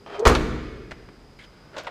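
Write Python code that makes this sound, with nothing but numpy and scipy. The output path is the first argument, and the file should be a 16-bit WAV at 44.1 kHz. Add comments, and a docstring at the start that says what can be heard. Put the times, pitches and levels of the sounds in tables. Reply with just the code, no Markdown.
"""Out of the quiet of a large barn, dry steel hinges rub and groan as an old car's trunk lid is pushed down.
The lid crashes onto latch and frame with a thump of trapped air, rebounds, and lid, body and barn ring.
Light knocks and a squeaking scuff follow, then a hand slides to the lock, works it and ends on a clunk.
Contacts are decaying noise bands, rubbing is gritty noise, the groan is a wavering tone with overtones,
the steel is damped sines, and the barn is a convolved noise tail."""
import sys
import numpy as np
from scipy import signal
from scipy.fft import rfft, irfft
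from scipy.io import wavfile

SR = 44100
rng = np.random.default_rng(int(sys.argv[2]) if len(sys.argv) > 2 else 0)


def transcribe(signal):
    """Save signal, clipped to [-1, 1], as a 16-bit WAV file at the path in sys.argv[1]."""
    frames = np.atleast_2d(signal).T
    limited = np.clip(frames, -1, 1)
    pcm = np.round(limited * 32767).astype(np.int16)
    wavfile.write(sys.argv[1], SR, pcm)


N = 83790
T = np.arange(N) / SR
EDGES = np.geomspace(20, 17000, 25)   # band edges, Hz
CENTRES = np.sqrt(EDGES[1:] * EDGES[:-1])


def from_db(db):
    """Decibels to gain."""
    return 10 ** (np.asarray(db) / 20)


def rms_one(x):
    """Scale to rms 1."""
    return x / np.sqrt(np.mean(x ** 2) + 1e-20)


def at_hz(points, hz):
    """Read a table on a log-frequency axis."""
    f, value = np.transpose(points)
    return np.interp(np.log(hz), np.log(f), value)


def level_curve(rows):
    """Gain over time from rows that start with seconds and end with dB; silent outside."""
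    rows = np.array(rows)
    level_db = np.interp(T, rows[:, 0], rows[:, -1], left=-200, right=-200)
    return from_db(level_db)


def shaped_noise(gain_at):
    """White noise coloured by a gain function of frequency; rms 1."""
    hz = np.maximum(np.arange(N // 2 + 1) * SR / N, 1)
    white = rfft(rng.standard_normal(N))
    return rms_one(irfft(white * gain_at(hz), N))


def coloured(spectrum):
    """Noise with a tabled spectrum, cut below the lowest band edge."""
    return shaped_noise(lambda hz: from_db(at_hz(spectrum, hz)) * (hz > EDGES[0]))


def narrow_noise(centre_hz, width_hz):
    """Noise in one resonance."""
    return shaped_noise(lambda hz: 1 / (1 + ((hz - centre_hz) / width_hz * 2) ** 2))


def drift(rate_hz):
    """Random wandering of spread 1, mostly slower than the given rate."""
    return shaped_noise(lambda hz: 1 / (1 + (hz / rate_hz) ** 2))


def noise_bands():
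    """White noise of rms 1 split into bands that cross-fade into each other."""
    hz = np.arange(N // 2 + 1) * SR / N
    white = rfft(rng.standard_normal(N)) * (hz > EDGES[0])
    place = np.interp(hz, CENTRES, np.arange(len(CENTRES)))
    bands = []
    for k in range(len(CENTRES)):
        share = np.maximum(1 - np.abs(place - k), 0)
        bands.append(irfft(white * share, N))
    return np.array(bands)


def ring(modes, start):
    """Damped sines set off at one moment."""
    age = np.maximum(T - start, 0)
    out = np.zeros(N)
    for hz, db, t60 in modes:
        out += from_db(db - 60 * age / t60) * np.sin(2 * np.pi * hz * age)
    return out


def resonate(x, peaks):
    """Add resonances (f/Hz, width/Hz, gain/dB) to a sound, keeping its overall level."""
    out = x
    for hz, width_hz, db in peaks:
        r = np.exp(-np.pi * width_hz / SR)
        poles = [1, -2 * r * np.cos(2 * np.pi * hz / SR), r * r]
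        peak = (1 - r * r) / 2 * signal.lfilter([1, 0, -1], poles, x + 1e-18)
        out = out + from_db(db) * peak
    return rms_one(out) * np.std(x)


RATTLE_DB, RATTLE_HZ = 1.5, 390   # spread and rate of the unevenness in every blow
LOWS_LINGER = 0.21   # ring time falls with frequency by this power


def blows(rows, spectrum):
    """Each blow wakes a dense, rattling crowd of sheet-metal modes; the high ones die first."""
    bands, out = noise_bands(), np.zeros(N)
    for s, db, tilt_db, rise, t60 in rows:
        first = int(s * SR)
        age = T[:min(N - first, SR // 2)]
        gains = from_db(at_hz(spectrum, CENTRES) + tilt_db * np.log2(CENTRES))
        # equal overall power, whatever the colour
        gains /= np.sqrt(np.sum(gains ** 2 * np.diff(EDGES)) / (SR / 2))
        lives = t60 * (CENTRES / 1000) ** -LOWS_LINGER   # the tabled t60 holds at 1 kHz
        dying = from_db(-60 * np.maximum(age - rise, 0) / lives[:, None])
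        attack = np.minimum(age / rise, 1)
        span = slice(first, first + len(age))
        out[span] += from_db(db) * attack * (gains @ (bands[:, span] * dying))
    return out * rms_one(from_db(RATTLE_DB * drift(RATTLE_HZ)))


GRIT_DB, GRIT_HZ = 2, 250   # spread and rate of the unevenness in rubbing


def rubbing(curve, spectrum):
    """Friction over grit: unevenly flickering coloured noise under a level curve."""
    gritty = coloured(spectrum) * from_db(GRIT_DB * drift(GRIT_HZ))
    return level_curve(curve) * rms_one(gritty)


# colour of the quiet air: f/Hz, relative level/dB per Hz
AIR_SPECTRUM = [(15, -11), (25, 1), (125, 4.5), (404, -2), (655, -7), (1200, -10.5), (1670, -16),
                (4380, -21), (6040, -25), (15000, -41)]
AIR_DB = -51.5
HISS_HZ, HISS_WIDTH_HZ, HISS_DB = 4935, 390, -65.5   # like far insects


def background():
    """Quiet air in the barn as coloured noise, and a narrow steady hiss from outside."""
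    air = from_db(AIR_DB) * coloured(AIR_SPECTRUM)
    hiss = from_db(HISS_DB) * narrow_noise(HISS_HZ, HISS_WIDTH_HZ)
    return air + hiss


# reverberation strength before the build-up: f/Hz, level/dB
BARN_LEVEL = [(30, -10.5), (60, -16), (130, 2.5), (250, -1), (420, -6), (620, -11.5), (2000, -8.5),
              (5000, -12), (9000, -13), (15000, -8)]
# reverberation time: f/Hz, t60/s
BARN_T60 = [(40, 2), (150, 1.25), (350, 1.81), (800, 0.95), (2000, 1.61), (4000, 1.27), (8000, 0.86),
            (15000, 0.53)]
BARN_BUILD_S = 0.028   # time constant of the build-up


def barn(x):
    """Many reflections blur into a diffuse tail that builds up and dies band by band."""
    t60 = at_hz(BARN_T60, CENTRES)[:, None]
    unit_energy = np.sqrt(2 * np.log(1000) / (t60 * SR))
    tails = noise_bands() * from_db(-60 * T / t60) * unit_energy
    build_up = 1 - np.exp(-T / BARN_BUILD_S)
    response = (from_db(at_hz(BARN_LEVEL, CENTRES)) @ tails) * build_up
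    return signal.fftconvolve(x, response)[:N]


# light knocks, like a shoe set down on the gritty floor:
# t/s, level/dB, tilt/dB per octave, rise/s, t60/s at 1 kHz
KNOCKS = [(.909, -37, 4, 0.0017, 0.13), (.917, -31.5, 0.5, 0.0003, 0.015), (.927, -39, -9, 0.00062, 0.023),
          (1.088, -44, -0.5, 0.00044, 0.045)]
# their colour before the tilt: f/Hz, relative level/dB per Hz
KNOCK_SPECTRUM = [(100, -1), (550, 7), (1200, 2.5), (2400, 0.5), (4000, -16), (7000, -26.5), (15000, -56)]
# a scuff on the floor: t/s, level/dB
SCUFF = [(1.386, -66), (1.392, -51), (1.41, -52), (1.435, -52.5), (1.448, -46.5), (1.462, -61)]
# its colour: f/Hz, relative level/dB per Hz
SCUFF_SPECTRUM = [(300, -27), (1100, -19), (1600, -2), (2150, -13), (3200, -6), (5000, -20), (9000, -29.5),
                  (15000, -48)]
SQUEAK_S, SQUEAK_HZ, SQUEAK_WIDTH_HZ, SQUEAK_DB, SQUEAK_T60 = 1.39, 2150, 300, -42.5, 0.17


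def footwork():
    """Light knocks, then a rubbed scuff that opens with a squeak of decaying narrow noise."""
    age = T - SQUEAK_S
    decay = (age > 0) * from_db(SQUEAK_DB - 60 * np.abs(age) / SQUEAK_T60)
    squeak = decay * narrow_noise(SQUEAK_HZ, SQUEAK_WIDTH_HZ)
    return blows(KNOCKS, KNOCK_SPECTRUM) + rubbing(SCUFF, SCUFF_SPECTRUM) + squeak


# thin metal ticks of spring and lock: t/s, level/dB, tilt/dB per octave, rise/s, t60/s at 1 kHz
TICKS = [(.1935, -40, -1, 0.0013, 0.063), (1.779, -48, 14, 0.0011, 0.07), (1.835, -53, 25, 0.00092, .02)]
# their colour before the tilt: f/Hz, relative level/dB per Hz
TICK_SPECTRUM = [(1000, -30), (3500, 10), (7000, 13), (9000, -5), (15000, -18)]


def ticks():
    """Small, thin metal parts of spring and lock tick as bright, short blows."""
    return blows(TICKS, TICK_SPECTRUM)


# a hand slides over the panel to the lock: t/s, level/dB
HAND = [(1.45, -65.5), (1.73, -55), (1.745, -42), (1.77, -49.5)]
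# the hand works the lock: t/s, level/dB, tilt/dB per octave, rise/s, t60/s at 1 kHz
LOCK = [(1.763, -34.5, -0.5, 0.0046, 0.25), (1.782, -31, 2.5, 0.0012, 0.078), (1.797, -45, 2, 0.0034, 0.21),
        (1.843, -45.5, 0, 0.0046, 0.12)]
# colour of the clacks before the tilt: f/Hz, relative level/dB per Hz
LOCK_SPECTRUM = [(100, -32), (320, -3), (560, 3), (1500, -3), (4000, -8), (7000, -17.5), (10000, -46),
                 (15000, -45)]
# resonances of the rear panel around the lock: f/Hz, width/Hz, gain/dB
PANEL_PEAKS = [(595, 94, -2.5), (1457, 73, 5)]
# the lock's button hits its stop: t/s, level/dB, tilt/dB per octave, rise/s, t60/s at 1 kHz
CLUNK = [(1.869, -26.5, 0, 0.00053, 0.1)]
# colour of the clunk before the tilt: f/Hz, relative level/dB per Hz
CLUNK_SPECTRUM = [(280, -21), (520, 7), (1300, 1.5), (2200, -3.5), (3800, -10), (5500, -30), (8500, -30),
                  (12000, -55)]


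def lock():
    """The hand's slide and the lock's clacks resonate in the rear panel; a last clunk stays dry."""
    slide = rubbing(HAND, RUB_SPECTRUM)   # coloured like the hinge rubbing
    clacks = blows(LOCK, LOCK_SPECTRUM)
    return resonate(slide + clacks, PANEL_PEAKS) + blows(CLUNK, CLUNK_SPECTRUM)


# ringing of the lid's steel, before STEEL_DB: f/Hz, level/dB, t60/s
LID_MODES = [(118.4, -22.5, 1.5), (242, -16.5, 0.58), (311.6, -15.5, 0.59), (419.2, -15.5, 0.3),
             (484, -9, 0.21), (824, -21.5, 0.16), (945, -14.5, 0.22), (1071, -15, 0.25), (1232, -17.5, 0.4),
             (1796, -32, 0.3), (2400, -31, 0.22)]
# boom of the car body: f/Hz, level/dB, t60/s
BODY_MODES = [(31.74, -23, 0.7), (43.4, -37.5, 3.45), (60.5, -20, 1.1), (78, -28, 0.62)]
STEEL_DB = -4.5   # trim of the lid's ring


def steel():
    """Damped modes: the lid rings from the slam's second contact, the body booms from its third."""
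    lid = from_db(STEEL_DB) * ring(LID_MODES, SLAM[1][0])
    body = ring(BODY_MODES, SLAM[2][0])
    return lid + body


# hinge groan: t/s, pitch f/Hz before the waver, level/dB before the breaks
GROAN = [(0.0, 400.8, -54.5), (.1, 409.6, -54), (.165, 410.8, -41.5), (.185, 411, -33.5),
         (.206, 427, -20.5), (.216, 436, -40), (.228, 452.6, -19), (.238, 468.6, -23.5), (.25, 476, -28),
         (.29, 475, -68)]
# the groan's harmonics from the fundamental up: relative level/dB
GROAN_OVERTONES_DB = [4, -16, -29]
GROAN_WAVER, GROAN_WAVER_HZ = 0.028, 65   # spread as a share of the pitch; rate
# the groan catches and breaks until the lid is up to speed
GROAN_BREAKS_DB, GROAN_BREAKS_HZ, GROAN_STEADY_S = 3.5, 45, 0.17
# dry rubbing of the hinges: t/s, level/dB before the resonances and dulling
RUB = [(.062, -38), (.07, -41), (.085, -42), (.125, -37.5), (.15, -36), (.175, -37.5), (.215, -33),
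       (.25, -35.5), (.27, -61)]
# its colour: f/Hz, relative level/dB per Hz
RUB_SPECTRUM = [(150, -17), (400, 5), (700, -3.5), (1300, -1), (2500, -10.5), (5000, -20), (8000, -35),
                (15000, -60)]
# resonances of the hinge springs: f/Hz, width/Hz, gain/dB
SPRING_PEAKS = [(676, 100, 7), (2510, 38, 5), (3125, 38, 13)]
RUB_RING_DB, RUB_RING_WIDTH_HZ = 7.5, 5.1   # the rubbing wakes the lid's modes
RUB_DULLS_S, RUB_FADE_S, RUB_DULL_HZ = 0.17, 0.063, 1170   # treble goes as the lid swings free


def hinges():
    """A stick-slip groan steadies and rises as the lid gathers speed, over dry rubbing."""
    s, hz, _ = np.transpose(GROAN)
    pitch = np.interp(T, s, hz) * (1 + GROAN_WAVER * drift(GROAN_WAVER_HZ))
    phase = 2 * np.pi * np.cumsum(pitch) / SR
    tone = np.zeros(N)
    for k, db in enumerate(GROAN_OVERTONES_DB):
        tone += from_db(db) * np.sin((k + 1) * phase)
    unsteady = np.clip(1 - (T / GROAN_STEADY_S) ** 2, 0, 1)
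    breaks = from_db(GROAN_BREAKS_DB * drift(GROAN_BREAKS_HZ) * unsteady)
    groan = rms_one(tone) * breaks * level_curve(GROAN)

    lid_peaks = [(mode[0], RUB_RING_WIDTH_HZ, RUB_RING_DB) for mode in LID_MODES]
    rub = resonate(rubbing(RUB, RUB_SPECTRUM), SPRING_PEAKS + lid_peaks)
    dull = signal.sosfilt(signal.butter(2, RUB_DULL_HZ, fs=SR, output="sos"), rub)
    free = np.clip((T - RUB_DULLS_S) / RUB_FADE_S, 0, 1)
    return groan + rub * (1 - free) + dull * free


# the lid strikes latch and frame: t/s, level/dB, tilt/dB per octave, rise/s, t60/s at 1 kHz
SLAM = [(0.2517, -11.5, -0.5, 0.0021, 0.17), (.262, -13.5, -4, 0.0012, 0.079),
        (0.2693, -20, 5, 0.0011, 0.2), (0.2914, -18, -4.5, 0.0035, 0.33)]
# colour of the crash before the tilt: f/Hz, relative level/dB per Hz
LID_SPECTRUM = [(70, -9), (150, -8.5), (280, -6.5), (480, 4), (760, -4.5), (1120, 1), (2000, -7.5),
                (3200, -12.5), (6500, -19.5), (9000, -27), (15000, -42.5)]
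# the lid springs back and rattles in the latch:
# t/s, level/dB, tilt/dB per octave, rise/s, t60/s at 1 kHz
REBOUND = [(.3155, -32, 3.5, 0.0012, 0.55), (.3455, -25.5, 0, 0.0012, 0.047),
           (.3505, -19, 4, 0.0005, 0.068)]
# colour of the rebound before the tilt: f/Hz, relative level/dB per Hz
REBOUND_SPECTRUM = [(200, 6), (850, -1), (1300, 0.5), (1900, -8.5), (3800, -12), (7000, -27), (8500, -35),
                    (15000, -64)]
# air squeezed out of the trunk; the time is the middle of the thump, the level its peak
THUMP_S, THUMP_HZ, THUMP_WIDTH_S, THUMP_DB = .275, 47, 0.013, -7


def slam():
    """Steel contacts crash, trapped air thumps as a short low pulse, and the lid rebounds."""
    lag = T - THUMP_S
    swell = np.exp(-(lag / THUMP_WIDTH_S) ** 2)
    thump = from_db(THUMP_DB) * swell * np.cos(2 * np.pi * THUMP_HZ * lag)
    return blows(SLAM, LID_SPECTRUM) + thump + blows(REBOUND, REBOUND_SPECTRUM)


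STEEL_IN_BARN_DB = -8   # share of the lid and body ringing that fills the barn


def scene():
    """All sources and their reverberation, in mono."""
    near = footwork() + ticks() + lock() + hinges() + slam()
    ringing = steel()
    reverberation = barn(near + from_db(STEEL_IN_BARN_DB) * ringing)
    return (background() + reverberation + ringing + near)[None]


CUTOFF_HZ = 15300


def record(dry):
    """The loudest peaks are rounded towards 0.95 and the top is cut steeply."""
    rounded = dry / (1 + (dry / .95) ** 6) ** (1 / 6)
    top_cut = signal.ellip(10, .1, 80, CUTOFF_HZ, fs=SR, output="sos")
    return signal.sosfilt(top_cut, rounded)


dry = scene()
out = record(dry)
transcribe(out)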